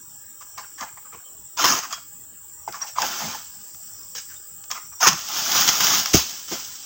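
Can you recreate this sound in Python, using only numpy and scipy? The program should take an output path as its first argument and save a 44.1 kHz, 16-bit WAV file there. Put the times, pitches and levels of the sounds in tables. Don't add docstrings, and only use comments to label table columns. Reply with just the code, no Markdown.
import sys
import numpy as np
from scipy import signal
from scipy.fft import rfft, irfft
from scipy.io import wavfile
from scipy.ndimage import uniform_filter1d

SR = 44100
rng = np.random.default_rng(int(sys.argv[2]) if len(sys.argv) > 2 else 0)


def generate_wav(signal):
    frames = np.transpose(np.atleast_2d(signal))
    scaled = np.clip(frames, -1, 1) * 32767
    pcm = np.round(scaled).astype(np.int16)
    wavfile.write(sys.argv[1], SR, pcm)


N = 302085
TIME = np.arange(N) / SR

# (frequency [Hz], level [dB])
STALK_SPECTRUM = [(250, -33.5), (480, -18.5), (680, -1.5), (820, 0), (1050, 0), (1350, 2.5), (1750, -3.5),
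                  (2400, -6.5), (4500, -38)]
# (frequency [Hz], level [dB])
RASP_SPECTRUM = [(300, -17.5), (900, -6), (1800, -1.5), (3400, -6), (6500, -4.5), (10000, 0.5), (15500, -7)]
# (frequency [Hz], level [dB])
SHUDDER_SPECTRUM = [(35, -40), (80, -6.5), (130, -2), (205, 0), (310, -2), (450, -5.5), (700, -14.5),
                    (1500, -43.5)]


def gain_of(db):
    return 10 ** (np.asarray(db) / 20)


def unit_rms(x):
    return x / np.sqrt(np.mean(x ** 2) + 1e-20)


def at_hz(points, hz):
    f, value = np.transpose(points)
    return np.interp(np.log(hz + 1), np.log(f + 1), value)


def envelope(times_s, db):
    return gain_of(np.interp(TIME, times_s, db, left=-120, right=-120))


def add(mix, at_s, sound):
    part = mix[round(at_s * SR):][:len(sound)]
    part += sound[:len(part)]


def colour(x, spectrum, keep_power=True, size=4096):
    log_gain = np.log(gain_of(at_hz(spectrum, abs(np.fft.fftfreq(size, 1 / SR)))))
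    taps = np.fft.ifft(np.exp(np.conj(signal.hilbert(log_gain)))).real[:size // 2]
    return signal.oaconvolve(x, taps / np.linalg.norm(taps) if keep_power else taps)[:N]


def wander(cutoff_hz):
    hz = np.fft.rfftfreq(N, 1 / SR)
    return unit_rms(irfft(rfft(rng.standard_normal(N)) / (1 + (hz / cutoff_hz) ** 4), N))


def crackle(per_s, spread_db):
    size = gain_of(spread_db * np.minimum(rng.exponential(1, N), 4))
    return unit_rms(size * rng.choice([-1, 1], N) * (rng.random(N) < per_s / SR))


def patchy(x, depth_db, size=256):
    bands = signal.stft(x, nperseg=size)[2]
    field = uniform_filter1d(rng.standard_normal(bands.shape), size=3, axis=0)
    field = unit_rms(uniform_filter1d(field, size=7, axis=1))
    bands = bands * gain_of(depth_db * np.minimum(field, 1.8))
    return unit_rms(signal.istft(bands, nperseg=size)[1][:N])


def insects_and_air(throb_db=0.6, pulse_db=2.0, fade_db_per_s=88):
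    # (frequency [Hz], density [dB/Hz])
    air_spectrum = [(20, -93), (80, -75.5), (250, -84), (500, -91), (1200, -88.5), (1650, -89.5),
                    (2200, -101), (3500, -102), (6500, -107), (16000, -112)]
    chorus_spectrum = [(5900, -125), (6850, -93.5), (7400, -69), (8000, -67), (8550, -70.5), (9100, -79),
                       (10300, -87), (12000, -102), (14200, -101), (15100, -82), (15800, -78)]
    # (time [s], gain [dB])
    swell = [(0, 0), (2, 0), (3.5, 2.5), (6.85, 2)]
    # (frequency [Hz], level [dB])
    song_spectrum = [(4700, -35), (5350, -7.5), (5600, 2), (5780, 3), (5920, -2), (6200, -23)]
    # (start [s], length [s], level [dB])
    phrases = [(0, 0.73, -64.5), (1.2, .35, -65.5), (2.7, 0.69, -59), (3.8, 0.52, -62.5), (4.8, 3.8, -55)]
    air, chorus, singer = rng.standard_normal((3, N))
    per_hz = np.sqrt(SR / 2)
    air = colour(per_hz * patchy(air, depth_db=5.5, size=1024), air_spectrum, keep_power=False)
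    chorus = patchy(chorus, depth_db=1.0) * envelope(*np.transpose(swell))
    chorus *= gain_of(throb_db * wander(60))
    chorus = colour(per_hz * chorus, chorus_spectrum, keep_power=False)
    phrasing = sum(gain_of(db - fade_db_per_s * abs(TIME - np.clip(TIME, at_s, at_s + length_s)))
                   for at_s, length_s, db in phrases)
    singer = patchy(singer, depth_db=9.5, size=2048) * phrasing * gain_of(pulse_db * wander(30))
    return air + chorus + colour(singer, song_spectrum)


def stroke(t, length_s, rise_share, t60_s):
    rise = np.minimum(t / (rise_share * length_s), 1)
    return rise * gain_of(-60 * np.maximum(t - length_s, 0) / t60_s)


def resonate(x, hz, width_hz):
    carrier = np.exp(2j * np.pi * np.cumsum(hz) / SR)
    pole = np.exp(-np.pi * width_hz / SR)
    return (carrier * signal.lfilter([1], np.poly([pole, pole]), x / carrier)).real


def disperse(x, lag_s=0.00892):
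    hz = np.fft.rfftfreq(N, 1 / SR)
    delay_s = lag_s * np.maximum(np.sqrt(1000 / (hz + 100)) - 1, 0)
    return irfft(rfft(x) * np.exp(-2j * np.pi * np.cumsum(delay_s) * SR / N), N)


def rips(sag_per_s=6.45, hollow_db=-3.0, wood_db=-7, shake_db=-26, recoil_s=0.049, recoil_db=-17):
    # (time [s], length [s], force [dB], rasp re force [dB], stalk pitch [Hz])
    tugs = [(0.406, 0.016, -39.5, -7.5, 1110), (0.571, 0.028, -31, -9.5, 1064),
            (0.624, .022, -43.5, -22, 1630), (0.774, 0.033, -39, -5.5, 1750),
            (0.8, 0.036, -26.5, -13.5, 1060), (0.97, .011, -40, -17, 1000), (1.05, .016, -43.5, -33, 1190),
            (1.12, 0.03, -36.5, -14, 1190), (1.567, 0.032, -24.5, -5, 955), (1.579, 0.055, -20, -1.5, 1256),
            (1.637, 0.019, -12, -2, 1100), (1.651, .085, -21, 2, 1440), (1.738, 0.052, -27, 1.5, 1140),
            (1.82, 0.035, -30, -6, 1220), (1.904, 0.016, -32, -6, 1220), (1.923, 0.011, -25.5, -3.5, 1270),
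            (2.674, 0.015, -30.5, -12.5, 826), (2.727, 0.042, -32.5, -8, 1160),
            (2.801, .045, -32, -8.5, 1070), (2.862, 0.03, -47.5, 10.5, 760),
            (2.952, 0.052, -26.5, -14, 1045), (2.975, .035, -33, 3, 935), (3.011, 0.032, -18.5, -19, 870),
            (3.179, 0.065, -28, -10, 930), (3.33, 0.022, -31, -16, 970), (4.146, 0.041, -46, 14.5, 1810),
            (4.277, 0.072, -47, -4, 1590), (4.699, 0.027, -29.5, -5, 1164), (4.742, 0.037, -32.5, -9, 1225),
            (4.914, 0.023, -44, -25, 1270), (5, 0.033, -20, -3, 900), (5.014, 0.057, -12.5, -4.5, 1253),
            (5.069, 0.0052, -7.5, -2.5, 1355), (5.543, 0.057, -24.5, -5, 1190),
            (5.676, 0.024, -26, -10, 1260), (6.129, 0.028, -24.5, 11, 760), (6.511, 0.034, -34, 5.5, 760)]
    # (time [s], length [s], level [dB])
    jolts = [(0.8, .038, -44.5), (1.124, 0.041, -43.5), (1.594, .035, -35), (1.635, 0.015, -24),
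             (1.66, .08, -30.5), (1.737, 0.041, -37.5), (2.672, 0.02, -36.5), (3.195, 0.094, -36.5),
             (4.142, 0.032, -47.5), (5.06, .02, -25), (5.095, 0.046, -31), (6.129, 0.023, -21),
             (6.505, 0.028, -26.5)]
    stalk_power, rasp_power, shudder_power, hollow = np.zeros((4, N))
    t = np.arange(SR // 3) / SR
    fibres = crackle(2500, 2.4)
    for at_s, length_s, force_db, rasp_db, hz in tugs:
        pull = stroke(t, length_s, rise_share=0.35, t60_s=0.073)
        add(stalk_power, at_s, (gain_of(force_db + wood_db) * pull) ** 2)
        add(stalk_power, at_s + recoil_s, (gain_of(force_db + recoil_db) * pull) ** 2)
        tear = stroke(t, length_s, rise_share=0.3, t60_s=0.1)
        add(rasp_power, at_s, (gain_of(force_db + rasp_db) * tear) ** 2)
        pitch_hz = hz * np.exp(-sag_per_s * (t - length_s / 2))
        ring = pull * resonate(fibres[round(at_s * SR):][:len(t)], pitch_hz, width_hz=240)
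        ring *= np.linalg.norm(pull) / np.linalg.norm(ring)
        add(hollow, at_s, gain_of(force_db + hollow_db) * ring)
    for at_s, length_s, db in jolts:
        jolt = stroke(t, length_s, rise_share=0.32, t60_s=0.079)
        add(shudder_power, at_s, (gain_of(db) * jolt) ** 2)
    shudder_power += gain_of(shake_db) ** 2 * rasp_power
    wood = np.sqrt(stalk_power) * patchy(crackle(2500, 3.9), depth_db=4.5, size=512)
    shudder = np.sqrt(shudder_power) * patchy(crackle(3000, 2.8), depth_db=6.5, size=1024)
    rasp = np.sqrt(rasp_power) * patchy(crackle(4000, 2.5), depth_db=3.5, size=512)
    body = hollow + colour(wood, STALK_SPECTRUM) + colour(shudder, SHUDDER_SPECTRUM)
    return disperse(body) + colour(rasp, RASP_SPECTRUM)


def leaf_tips(crown, stir_db=-26, t60_s=1.2, gust_at_s=3.86, gust_sigma_s=0.5, gust_db=-48.5):
    # (frequency [Hz], level [dB])
    tip_spectrum = [(1500, -9), (3800, -17.5), (5200, -3.5), (7000, -15), (15500, -2)]
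    pole = np.exp(-np.log(10 ** 6) / (t60_s * SR))
    lingering_power = signal.lfilter([1 - pole], [1, -pole], crown ** 2)
    stir = gain_of(stir_db) * np.sqrt(lingering_power)
    gust = gain_of(gust_db) * np.exp(-.5 * ((TIME - gust_at_s) / gust_sigma_s) ** 2)
    whisper = patchy(crackle(8000, 1.5), depth_db=4.5, size=512)
    return colour(np.hypot(stir, gust) * whisper, tip_spectrum)


def snaps(rise_s=0.0013, splinter_db=-17, t60_s=.065, wood_db=-10):
    # (time [s], level [dB])
    breaks = [(0.581, -32.5), (0.809, -28), (1.926, -24.5), (2.724, -32), (3.019, -18), (3.746, -39.5),
              (4.151, -30), (4.639, -39.5), (4.713, -21), (5.077, -8), (5.085, -9.5), (5.129, -22.5),
              (5.688, -10.5), (5.805, -14), (5.845, -14), (6.058, -16.5), (6.138, -10.5), (6.482, -35)]
    bursts, t = np.zeros(N), np.arange(SR // 10) / SR
    shape = t / rise_s * np.exp(1 - t / rise_s) + gain_of(splinter_db - 60 * t / t60_s)
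    for at_s, db in breaks:
        add(bursts, at_s, gain_of(db) * shape)
    crack = colour(bursts * patchy(rng.standard_normal(N), depth_db=1.5), RASP_SPECTRUM)
    wood = colour(bursts * rng.standard_normal(N), STALK_SPECTRUM)
    return crack + gain_of(wood_db) * wood


def chirps(waver_share=0.019):
    # (time [s], length [s], level [dB], pitch [Hz])
    whistles = [(1.241, 0.054, -55.5, 3105), (2.813, 0.022, -30.5, 5690), (4.355, 0.025, -51, 3660)]
    out, drift = np.zeros(N), wander(540)
    for at_s, length_s, db, hz in whistles:
        pitch_hz = hz * (1 + waver_share * drift[round(at_s * SR):][:round(length_s * SR)])
        tone = np.sin(2 * np.pi * np.cumsum(pitch_hz) / SR)
        add(out, at_s, gain_of(db) * signal.windows.tukey(len(tone), .6) * tone)
    return out


def blade(mode_hz=3290, t60_s=0.23):
    # (time [s], level [dB])
    slips = [(1.925, -38), (4.713, -45)]
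    out, t = np.zeros(N), np.arange(SR // 3) / SR
    for at_s, db in slips:
        add(out, at_s, gain_of(db - 60 * t / t60_s) * np.sin(2 * np.pi * mode_hz * t))
    return out


def knocks(peak_s=0.0021):
    # (time [s], level [dB], pitch [Hz])
    hits = [(2.677, -13.5, 874), (2.984, -5, 1030)]
    out, t = np.zeros(N), np.arange(SR // 20) / SR
    shape = (t / peak_s * np.exp(1 - t / peak_s)) ** 3
    for at_s, db, hz in hits:
        add(out, at_s, gain_of(db) * shape * np.sin(2 * np.pi * hz * t))
    return out


def fronds(loud_db=-20.5, rub_db_per_db=1.177, buffet_db_per_db=1.23,
           slaps_per_s=22, slap_s=.0015, slap_db=7):
    # (time [s], level [dB])
    sag = [(3.0, -38), (3.054, -32.5), (3.11, -35), (3.326, -37.5), (3.506, -59), (3.7, -61)]
    fall = [(5.17, -38), (5.252, -40), (5.386, -27.5), (5.418, -31), (5.546, -26), (5.552, -21.5),
            (5.662, -26), (5.694, -19.5), (5.702, -27.5), (5.8, -28.5), (5.808, -21.5), (5.826, -23.5),
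            (5.996, -24), (6.038, -34.5), (6.13, -35.5)]
    rest = [(6.17, -24), (6.252, -37.5), (6.476, -49), (6.48, -41.5), (6.532, -35.5), (6.694, -46),
            (6.85, -49)]
    # (frequency [Hz], level [dB])
    leaf_spectrum = [(300, -19.5), (900, -18), (1800, -9), (3200, -3.5), (6500, -5), (10000, 1.5),
                     (15500, -3.5)]
    swish, rub, buffet = np.zeros((3, N))
    for curve, swish_db, rub_db, buffet_db in (
            (sag, 4.9, 4.2, -4.5), (fall, 6.07, 0, -10), (rest, 6.5, -1.5, -6.5)):
        times_s, db = np.transpose(curve)
        swish += envelope(times_s, db + swish_db)
        rub += envelope(times_s, loud_db + rub_db + rub_db_per_db * (db - loud_db))
        buffet += envelope(times_s, loud_db + buffet_db + buffet_db_per_db * (db - loud_db))
    impacts = rng.random(N) * (rng.random(N) < slaps_per_s / SR)
    slaps = signal.lfilter([1], [1, -np.exp(-1 / (slap_s * SR))], impacts)
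    swish *= 1 + gain_of(slap_db) * slaps
    swish *= patchy(crackle(8000, 2.6), depth_db=1.0, size=512)
    rub *= patchy(crackle(3000, 2.9), depth_db=2.5, size=512)
    buffet *= crackle(2200, 2.3)
    return colour(swish, leaf_spectrum) + colour(rub, STALK_SPECTRUM) + colour(buffet, SHUDDER_SPECTRUM)


def landing(at_s=6.141, rise_s=0.0082):
    # (frequency [Hz], level [dB], t60 [s])
    modes = [(72, -7.5, 0.16), (100, -1.5, 0.088), (178, 2.5, 0.059), (334.5, 6, 0.042), (386, 1.5, 0.053),
             (660, -0.5, 0.028)]
    out, t = np.zeros(N), np.arange(SR // 3) / SR
    attack = np.sin(np.minimum(t / rise_s, 1) * np.pi / 2) ** 2
    for hz, db, t60_s in modes:
        add(out, at_s, gain_of(db - 60 * t / t60_s) * attack * np.sin(2 * np.pi * hz * t))
    return out


def crown_reflections(x):
    # (delay [s], gain [ratio])
    reflections = [(.0021, -0.054), (.0037, 0.044), (.0058, .2)]
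    out = x.copy()
    for delay_s, gain in reflections:
        add(out, delay_s, gain * x)
    return out / np.sqrt(1 + sum(gain ** 2 for _, gain in reflections))


def grove_echoes(x, gap_samples=20):
    # (frequency [Hz], t60 [s])
    decay = [(100, 0.073), (400, 0.088), (1200, 0.34), (3500, 0.45), (7000, 0.36), (15000, 0.35)]
    taps = np.zeros(SR)
    slots = np.arange(SR // 200, SR - gap_samples, gap_samples)
    taps[slots + rng.integers(0, gap_samples, len(slots))] = rng.choice([-1., 1.], len(slots))
    hz, t, bands = signal.stft(taps, SR, nperseg=256)
    tail = signal.istft(bands * gain_of(-60 * t / at_hz(decay, hz)[:, None]), SR, nperseg=256)[1]
    return signal.fftconvolve(x, tail / np.linalg.norm(tail))[:N]


def scene(echo_db=-10):
    crown = rips() + fronds()
    work = crown_reflections(crown + leaf_tips(crown)) + snaps() + blade() + chirps()
    echoes = gain_of(echo_db) * grove_echoes(work)
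    return (work + echoes + knocks() + landing() + insects_and_air())[None]


def record(dry, cutoff_hz=15900):
    # (frequency [Hz], gain [dB])
    response = [(20, -13), (70, -7), (1900, -2.5), (2400, -3), (3200, 5), (4150, -1), (5000, 8), (6600, 9),
                (8000, -12), (9300, -21.5), (13000, -21.5), (14300, -5.5), (15100, 4.5), (15700, 2)]
    clipped = np.clip(colour(dry[0], response, keep_power=False), -1, 1)
    lowpass = signal.firwin(511, cutoff_hz, window=("kaiser", 9), fs=SR)
    return signal.oaconvolve(clipped, lowpass, "same")[None]


dry = scene()
out = record(dry)
generate_wav(out)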